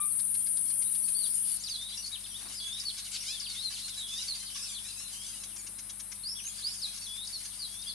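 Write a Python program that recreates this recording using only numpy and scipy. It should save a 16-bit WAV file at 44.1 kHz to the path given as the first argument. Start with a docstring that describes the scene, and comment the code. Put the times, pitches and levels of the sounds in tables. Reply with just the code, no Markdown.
"""Slurred whistles, nasal wheezes, sharp chips and dry chucks of a weaver colony in a thorn tree ring out
over farther birds' chatter. Gliding tones make the whistles and chips; stacked overtones make the hoarse notes.
Cicadas, ringing from fast trains of clicks, drone high on the left, loud at first, softer after a jump to
a second spot by the nests. A low fluted note sounds at the start; wings flutter briefly a few times.
Filtered noise gives a soft outdoor hush, and steady low tones give the microphone's faint hum."""
import sys
import numpy as np
from scipy import signal
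from scipy.fft import rfft, irfft, next_fast_len
from scipy.io import wavfile
from scipy.ndimage import map_coordinates

SR = 44100
rng = np.random.default_rng(int(sys.argv[2]) if len(sys.argv) > 2 else 0)


def dump(signal):
    """Clip the signal to [-1, 1] and save it as 16-bit WAV at the path in sys.argv[1]."""
    limited = np.clip(np.atleast_2d(signal).T, -1, 1)
    pcm = np.round(limited * 32767).astype(np.int16)
    wavfile.write(sys.argv[1], SR, pcm)


N = 350154
TIME = np.arange(N) / SR
JUMP_S = 1.572  # moment of the jump to the second spot
TOP_HZ = 15200  # nothing sounds above this

# how notes bend: (start pitch [ratio to middle pitch], end pitch [ratio to middle pitch])
RISE = (.89, 1.08)
FALL = (1.15, .87)
DIVE = (1.3, .9)
CLOSE = (1.03, 0.92)
DROP = (1.03, 0.53)
ARCH = (0.93, 0.67)
HUMP = (0.9, .93)  # climbs, then falls back
LIFT = (0.98, 1.14)
SLIDE = (1.07, .91)
BOW = (0.81, 0.91)  # climbs, then eases down
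SWEEP = (.81, 1.09)
CURL = (0.94, .69)
SAG, LEVEL = HUMP, BOW  # labels in the note tables; both bends climb, then come down
# how the throat colours overtones: (frequency [Hz], relative level [dB])
THROAT = [(700, -30), (2400, -5.5), (4800, 1), (6200, -1), (8500, -6), (14000, -36)]


def amp(db):
    """Turn decibels into a gain."""
    return 10 ** (np.asarray(db) / 20)


def unit(x):
    """Scale a sound to an average (rms) strength of 1."""
    return x / np.sqrt(np.mean(x ** 2) + 1e-20)


def along(points, hz):
    """Read a curve of (Hz, value) points, with frequency on a log axis."""
    f, v = np.transpose(points)
    return np.interp(np.log(hz + 1), np.log(f), v)


def wobble(rate, size):
    """A smooth random curve with `rate` random knots a second."""
    knots = rng.standard_normal(int(size * rate / SR) + 4)
    return map_coordinates(knots, [np.arange(size) * rate / SR])


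def filtered(x, response):
    """Reshape a sound's spectrum with a gain that depends on frequency."""
    m = next_fast_len(N + SR // 2)
    spectrum = rfft(x, m) * response(np.fft.rfftfreq(m, 1 / SR))
    return irfft(spectrum, m)[..., :N]


def add(track, s, sound):
    """Mix a sound into a track at time s, cutting off what runs past the end."""
    part = track[..., round(s * SR):][..., :sound.shape[-1]]
    part += sound[..., :part.shape[-1]]


def tree(note, twigs_db=-4, tail_db=-9, t60=0.42, spread_db=2.1, count=12):
    """Branches and nests echo each note in their own way, with a short, fading tail behind it."""
    t = np.arange(SR // 3) / SR
    fade = amp(-60 * t / t60) * (1 - np.exp(-t / 0.0045))
    paths = rng.standard_normal((2, len(t))) * fade
    paths *= amp(tail_db) / np.linalg.norm(paths[0])
    for side in paths:
        delays = rng.exponential(.012, count)  # mean [s]
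        echoes = rng.standard_normal(count) / np.sqrt(count)
        side[(delays * SR).astype(int) % len(t)] += amp(twigs_db) * echoes
    # the direct sound, on average a little to the left
    paths[:, 0] += amp(np.array([1, -1]) * (0.56 + spread_db * rng.standard_normal()))
    return signal.fftconvolve(note[None], paths, axes=1)


def air(level_db=-59.5):
    """Soft outdoor hush: shaped noise, nearly alike in both ears in the bass and separate in the treble."""
    # colour of the hush: (frequency [Hz], relative level [dB])
    hush_colour = [(25, -24), (70, 2.5), (200, 1.5), (450, -8), (1000, -3.5), (7000, -6.5), (15000, -65)]
    # how alike the two ears are: (frequency [Hz], left-right likeness [0 to 1])
    likeness = [(200, 1), (1500, 0.97), (9000, 0.047)]

    def middle_and_side(f):
        turn = np.arccos(np.clip(along(likeness, f), 0, 1)) / 2
        return amp(along(hush_colour, f)) * np.array([np.cos(turn), np.sin(turn)])

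    mid, side = filtered(rng.standard_normal((2, N)), middle_and_side)
    return amp(level_db) * unit(np.array([mid + side, mid - side]))


def microphone_hum(second):
    """Steady low tones hum at levels that change as `second` goes from 0 to 1."""
    # hum tones: (pitch [Hz], level at first spot [dB], level at second spot [dB])
    hum_tones = [(49.6, -72, -63.5), (99, -65.5, -68), (199.8, -63, -67)]
    out = np.zeros(N)
    for hz, first_db, second_db in hum_tones:
        level_db = first_db + (second_db - first_db) * second
        out += amp(level_db) * unit(np.sin(2 * np.pi * hz * TIME))
    return out


def cicada(peaks, click_hz, width_hz, broad_db):
    """Tymbal ribs buckle in a fast, slightly uneven train of clicks and ring narrow resonances."""
    gaps = 1 + .06 * rng.standard_normal(int(click_hz * N / SR))
    beats = np.cumsum(gaps) / click_hz
    strengths = amp(rng.normal(0, 0.35, len(beats)))
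    clicks = np.bincount((beats * SR).astype(int), strengths, N)[:N]
    t = TIME[:SR // 20]
    ring = np.zeros((2, len(t)))
    for hz, db in peaks:
        start_turns = rng.random((2, 1))  # each ear gets its own phase
        ring += amp(db - peaks[0][1]) * np.sin(2 * np.pi * (hz * t + start_turns))
    ring *= np.exp(-np.pi * width_hz * t)
    scatter = rng.standard_normal(ring.shape) * np.exp(-t / 0.0062)  # the click scattered by twigs
    band = signal.butter(2, [8700, 11200], "bandpass", fs=SR, output="sos")
    scatter = signal.sosfilt(band, scatter)
    one_click = unit(ring) + amp(broad_db) * unit(scatter)
    return unit(signal.fftconvolve(clicks[None], one_click, axes=1)[:, :N])


def cicadas(peaks, click_hz, width_hz, broad_db, left_db, count=3):
    """A few insects' click trains overlap into one drone, louder on the left by left_db."""
    # colour of the whole drone: (frequency [Hz], relative level [dB])
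    drone_colour = [(7000, -36), (7700, 5.5), (8250, -6), (8550, 2), (13400, -1.5), (14500, -15.5)]
    chorus = sum(cicada(peaks, click_hz, width_hz, broad_db) for _ in range(count))
    chorus = unit(filtered(chorus, lambda f: amp(along(drone_colour, f))))
    return chorus * amp([[left_db / 2], [-left_db / 2]])


def cicada_drone(second):
    """The loud drone gives way to a softer one as `second` goes from 0 to 1."""
    # ringing of the first spot's insects: (frequency [Hz], level, used relative to the first row [dB])
    first_peaks = [(8683, -56.5), (8983, -59.5), (9098, -52), (9426, -54), (9835, -55.5), (9975, -53),
                   (10223, -55.5), (10864, -58), (11294, -63), (12096, -68)]
    # ringing of the second spot's insects: (frequency [Hz], level, used relative to the first row [dB])
    second_peaks = [(8522, -71), (8807, -72), (9200, -66.5), (9534, -77), (10266, -66.5)]
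    near = cicadas(first_peaks, click_hz=431, width_hz=42, broad_db=-14, left_db=10)
    far = cicadas(second_peaks, click_hz=370.1, width_hz=150, broad_db=-2.5, left_db=9.0)
    return (1 - second) * amp(-32.0) * near + second * amp(-44.5) * far


def fluted_note(hz=1194, level_db=-44, octave_db=-14, fade_s=0.056):
    """A low steady tone with an octave, likely from a distant shrike, dies away among the trees."""
    t = TIME[:SR // 3]
    tone = np.sin(2 * np.pi * hz * t) + amp(octave_db) * np.sin(4 * np.pi * hz * t)
    loudness = np.exp(-(t / fade_s) ** 3) * (1 - np.exp(-t / 0.00014))
    note = amp(level_db) * unit(tone) * loudness
    out = np.zeros((2, N))
    add(out, 0, tree(note, twigs_db=-9, tail_db=-6.5, spread_db=3))
    return out


def wings(beat_hz=22, beat_depth=0.43):
    """Brief flurries of wingbeats: feathers rustle in the leaves and push a low whirr of air."""
    # flurries: (middle [s], half-width [s], rustle level before beating [dB], whirr level before beating [dB])
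    flurry_rows = [(.66, 0.092, -89, -66), (2.47, 0.092, -57, -63), (5.58, 0.39, -67.5, -69)]

    def noise(colour):
        return unit(filtered(rng.standard_normal(N), lambda f: amp(along(colour, f))))

    rustle_colour = [(120, -27), (900, 13.5), (2500, 8.0), (12000, -37)]  # (frequency [Hz], level [dB])
    rustle = np.array([noise(rustle_colour) for _ in range(2)])
    whirr = noise([(120, -24), (260, -7), (1200, -41)])
    out = np.zeros((2, N))
    for s, width_s, rustle_db, whirr_db in flurry_rows:
        flurry = amp(rustle_db) * rustle + amp(whirr_db) * whirr
        out += flurry * np.exp(-((TIME - s) / width_s) ** 2)
    return out * (1 + beat_depth * np.sin(2 * np.pi * beat_hz * TIME))


def pitches(hz, contour):
    """Start, middle and end pitch of a note."""
    return hz * contour[0], hz, hz * contour[1]


def glide(length, start, middle, end, waver, waver_rate):
    """Pitch and phase of a note that arcs through three pitches, never quite steady."""
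    u = np.linspace(0, 1, int(length * SR))
    arc = np.polyval(np.polyfit([0, .5, 1], [start, middle, end], 2), u)
    hz = arc * (1 + waver * wobble(waver_rate, len(u)))
    return hz, 2 * np.pi * np.cumsum(hz) / SR


def swell(size, roundness, skew):
    """The air pressure behind one note rises and falls; low roundness keeps it even."""
    return unit(np.abs(np.sin(np.pi * np.linspace(0, 1, size) ** skew)) ** roundness)


def overtones(hz, phase, colour, beak_hz=None, uneven_db=3.5):
    """Overtones shaped by the throat and the open beak; each one swells and fades on its own."""
    beak_db, beak_octaves = 7.5, 0.29  # height and width of the beak's resonance
    k = np.arange(1, int(TOP_HZ / hz.mean()) + 1)[:, None]
    db = along(colour, k * hz) + uneven_db * np.array([wobble(50.3, len(hz)) for _ in k])
    if beak_hz:
        db = db + beak_db * np.exp(-(np.log2(k * hz / beak_hz) / beak_octaves) ** 2)
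    waves = np.sin(k * phase + 2 * np.pi * rng.random(k.shape))
    return unit((amp(db) * waves).sum(0))


def rasp(length):
    """The syrinx, the bird's voice organ, beats irregularly, so the overtones smear into a hoarse scold."""
    hz, phase = glide(length, 720, 740, 614.5, waver=0.0722, waver_rate=900)
    pressure = swell(len(hz), roundness=0.34, skew=0.84)
    return unit(overtones(hz, phase, THROAT) * pressure * amp(2.1 * wobble(222, len(hz))))


def chuck(beak_hz=None):
    """About ten slow pulses of the syrinx make one dry cluck."""
    # colour of the cluck: (frequency [Hz], relative level [dB])
    cluck_colour = [(600, -39), (1150, -2), (2800, 3), (6300, 4.5), (14000, -21)]
    hz, phase = glide(0.01895, 521, 560, 507, waver=0.061, waver_rate=688)
    return overtones(hz, phase, cluck_colour, beak_hz) * swell(len(hz), roundness=0.56, skew=0.88)


def chip(length=0.012, from_hz=7800, to_hz=4700, fall_s=0.002344):
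    """A flick whose pitch plunges and lands on a brief ping."""
    t = TIME[:int(length * SR)]
    hz = to_hz + (from_hz - to_hz) * np.exp(-t / fall_s)
    hz = hz * (1 + 0.044 * wobble(494, len(t)))
    return unit(np.sin(2 * np.pi * np.cumsum(hz) / SR) * swell(len(t), roundness=0.38, skew=0.77))


def wheeze(length, start, middle, end, beak_hz):
    """A nasal note: a stack of overtones, with those near the beak's resonance picked out."""
    hz, phase = glide(length, start, middle, end, waver=.01, waver_rate=500)
    pressure = swell(len(hz), roundness=0.38, skew=1.0)
    return unit(overtones(hz, phase, THROAT, beak_hz) * pressure * amp(1.9 * wobble(152, len(hz))))


def whistle(length, start, middle, end, roundness=0.34, overtone_db=-27, flutter_db=2.0):
    """A slurred pure tone with a weak octave and a slightly frayed edge."""
    hz, phase = glide(length, start, middle, end, waver=.007, waver_rate=300)
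    phase = phase + .2 * wobble(900, len(hz))
    tone = np.sin(phase) + amp(overtone_db) * np.sin(2 * phase)
    pressure = swell(len(hz), roundness, skew=0.98)
    return unit(tone * pressure * amp(flutter_db * wobble(166, len(hz))))


def far_note(kind):
    """One passing note of the flock: a rasp, a flick, a wheeze, a cluck or an arched slur."""
    length = rng.uniform(.025, 0.08)
    arc = np.exp(rng.normal([0, .1, -.12], 0.14))  # start, middle and end pitch ratios
    if kind == 0:
        return rasp(length)
    if kind == 1:
        return chip()
    if kind == 2:
        return amp(2.5) * wheeze(length, *(rng.uniform(700, 1600) * arc), rng.uniform(3000, 8500))
    if kind == 3:
        return chuck()
    return amp(-2.0) * whistle(length, *(rng.uniform(2900, 5000) * arc))


def far_birds(count=330):
    """The rest of the colony makes the same kinds of note, overlapping and more blurred by the tree."""
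    # loudness of the chatter, joined by straight lines: (time [s], level [dB])
    chatter_levels = [(0.0, -64.5), (1.3, -51.5), (1.7, -46.5), (2.2, -49.5), (2.7, -43.5), (3.02, -48),
                      (3.3, -45.5), (4.4, -42.5), (5.35, -49), (5.75, -60.5), (6.17, -60), (6.6, -47),
                      (7.9, -49)]
    out = np.zeros((2, N))
    for i in range(count):
        s = (i + rng.random()) / count * N / SR
        note = tree(far_note(i % 6), twigs_db=1.5, tail_db=3.5)
        add(out, s, amp(rng.normal(0, 2.13)) * note)
    return unit(out) * amp(np.interp(TIME, *np.transpose(chatter_levels)))


def songs(level_db=-2.0):
    """A male slurs into a long whistle, snaps it off with a flick and adds a closing slur."""
    # phrases, levels before level_db: (held start [s], held pitch [Hz], held contour, held level [dB],
    # lead-in pitch [Hz], lead-in contour, lead-in level [dB],
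    # closing start [s], closing contour, closing level [dB])
    phrases = [(1.754, 3733, RISE, -44, 4350, FALL, -37, 2.025, CLOSE, -42.5),
               (2.602, 3480, LIFT, -41, 5000, ARCH, -44.5, 2.852, CLOSE, -34.5),
               (4.027, 3487, LIFT, -43, 3850, CLOSE, -40.5, 4.275, CLOSE, -36.5),
               (7.065, 3490, LIFT, -44, 4500, ARCH, -46.5, 7.326, CLOSE, -38.5),
               (7.648, 3390, LIFT, -51, 4330, FALL, -40, 7.872, FALL, -42.5)]
    lead_ahead_s, lead_s = .06, 0.076  # the lead-in runs into the held note
    held_s = .195
    flick_ahead_s, flick_db = .054, -1  # time before the closing slur, level over that slur
    close_s, close_hz = .053, 4380  # length and pitch of the closing slur
    out = np.zeros((2, N))
    for start, held_hz, held, held_db, lead_hz, lead, lead_db, close_start, close, close_db in phrases:
        lead_in = whistle(lead_s, *pitches(lead_hz, lead))
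        add(out, start - lead_ahead_s, amp(lead_db) * tree(lead_in))
        held_note = whistle(held_s, *pitches(held_hz, held), roundness=0.094)  # even pressure
        add(out, start, amp(held_db) * tree(held_note))
        add(out, close_start - flick_ahead_s, amp(close_db + flick_db) * tree(chip()))
        closing = whistle(close_s, *pitches(close_hz, close))
        add(out, close_start, amp(close_db) * tree(closing))
    return amp(level_db) * out


def near_birds(whistle_db=-1, wheeze_db=0.0, chip_db=-2, rasp_db=-1):
    """The closest birds sing phrases and call single notes; the _db settings trim each kind of call."""
    # single pure notes: (time [s], length [s], pitch [Hz], contour, level before trim [dB])
    whistle_notes = [(0.008, 0.028, 3830, LEVEL, -53.5), (.098, 0.038, 4400, SLIDE, -62),
                     (1.032, 0.036, 4620, SAG, -51.5), (1.143, 0.13, 4503, CURL, -46),
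                     (1.222, 0.058, 4650, SAG, -48), (1.338, 0.065, 7440, RISE, -53),
                     (1.489, 0.074, 4610, SLIDE, -53), (1.595, 0.042, 6900, SWEEP, -49),
                     (1.636, .06, 4520, DROP, -44.5), (1.679, 0.029, 6200, RISE, -43.5),
                     (1.92, 0.036, 3520, RISE, -47), (2.116, 0.051, 3840, ARCH, -41.5),
                     (2.241, 0.027, 3600, ARCH, -47), (2.339, 0.038, 3550, RISE, -44),
                     (2.892, 0.023, 3540, FALL, -41.5), (3.264, 0.053, 5110, SAG, -41),
                     (3.33, 0.06, 3500, SLIDE, -45.5), (3.402, 0.073, 4560, DROP, -43.5),
                     (3.459, 0.074, 4530, SLIDE, -45), (3.55, 0.079, 3760, RISE, -42),
                     (3.625, 0.069, 4180, CLOSE, -38.5), (3.708, 0.068, 4440, DROP, -45.5),
                     (3.815, 0.061, 4290, LEVEL, -43), (4.324, 0.068, 4680, SAG, -45.5),
                     (4.45, 0.056, 4640, DROP, -49.5), (4.673, 0.04, 3600, DIVE, -47),
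                     (4.736, .04, 4100, FALL, -46.5), (4.775, 0.018, 3260, FALL, -47),
                     (5.157, 0.12, 3220, LIFT, -52), (6.233, .11, 5080, SWEEP, -39.5),
                     (6.345, 0.14, 5920, LIFT, -50.5), (6.352, 0.058, 3400, ARCH, -48.5),
                     (6.445, .038, 2870, ARCH, -53), (6.453, 0.042, 6510, LIFT, -40),
                     (6.572, .036, 4700, ARCH, -49), (6.62, 0.021, 3900, SWEEP, -46),
                     (6.637, 0.061, 4820, RISE, -35), (6.787, 0.026, 6250, FALL, -51),
                     (6.817, .052, 4150, DIVE, -35), (7.858, 0.072, 3495, SAG, -44)]
    # nasal notes: (time [s], length [s], pitch [Hz], contour, beak resonance [Hz], level before trim [dB])
    wheeze_notes = [(1.973, 0.04, 2920, SAG, 5700, -41.5), (3.134, 0.042, 1464, DROP, 4400, -40),
                    (3.202, 0.042, 2850, ARCH, 5750, -44.5), (3.249, .11, 830, SWEEP, 3500, -43),
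                    (3.3, .044, 2680, CURL, 5360, -48), (4.161, 0.052, 977, RISE, 4830, -44),
                    (4.545, .04, 2780, DROP, 5650, -46.5), (4.609, 0.067, 2703, SAG, 6400, -47),
                    (4.836, 0.1, 1346, LEVEL, 4100, -48), (5.578, 0.044, 2300, SLIDE, 7000, -48)]
    # very fast downward flicks, single or in a quick run: (time [s], level before trim [dB])
    chip_notes = [(.68, -52), (1.636, -39), (2.049, -48), (2.062, -41), (2.075, -41), (3.398, -37.5),
                  (4.281, -41), (7.459, -48)]
    # dry, low-pitched clucks in loose runs: (time [s])
    chuck_times = [0.191, 0.343, 0.463, 0.566, 0.697, 0.818, 0.947, 1.078, 1.263, 5.434, 5.56, 5.664, 5.784,
                   5.893, 5.995, 6.116, 6.973, 7.447]
    # hoarse scolding: (time [s], length [s], level before trim [dB])
    rasp_notes = [(2.966, 0.046, -44), (3.043, 0.049, -46.5), (3.116, 0.055, -43), (3.49, 0.11, -47.5),
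                  (3.709, .11, -45), (3.877, 0.023, -42), (5.211, 0.15, -52), (6.916, 0.057, -50.5)]
    out = songs()
    for s, length, hz, contour, db in whistle_notes:
        add(out, s, amp(db + whistle_db) * tree(whistle(length, *pitches(hz, contour))))
    for s, length, hz, contour, beak_hz, db in wheeze_notes:
        add(out, s, amp(db + wheeze_db) * tree(wheeze(length, *pitches(hz, contour), beak_hz)))
    for s, db in chip_notes:
        add(out, s, amp(db + chip_db) * tree(chip()))
    for s in chuck_times:
        # the clucking bird at each spot: beak resonance [Hz], level [dB]
        beak_hz, db = (4300, -49.5) if s < JUMP_S else (6000, -46.5)
        add(out, s, amp(db) * tree(chuck(beak_hz)))
    for s, length, db in rasp_notes:
        add(out, s, amp(db + rasp_db) * tree(rasp(length)))
    return out


def scene():
    """Birds over hush, cicadas and hum; drone and hum change quickly at the jump."""
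    second = np.clip((TIME - JUMP_S) / 0.0024, 0, 1)  # 0 at the first spot, 1 at the second
    background = air() + microphone_hum(second) + cicada_drone(second)
    return background + fluted_note() + wings() + far_birds() + near_birds()


def record(dry):
    """Nothing is kept above the band limit."""
    return filtered(dry, lambda f: f < TOP_HZ)


dry = scene()
out = record(dry)
dump(out)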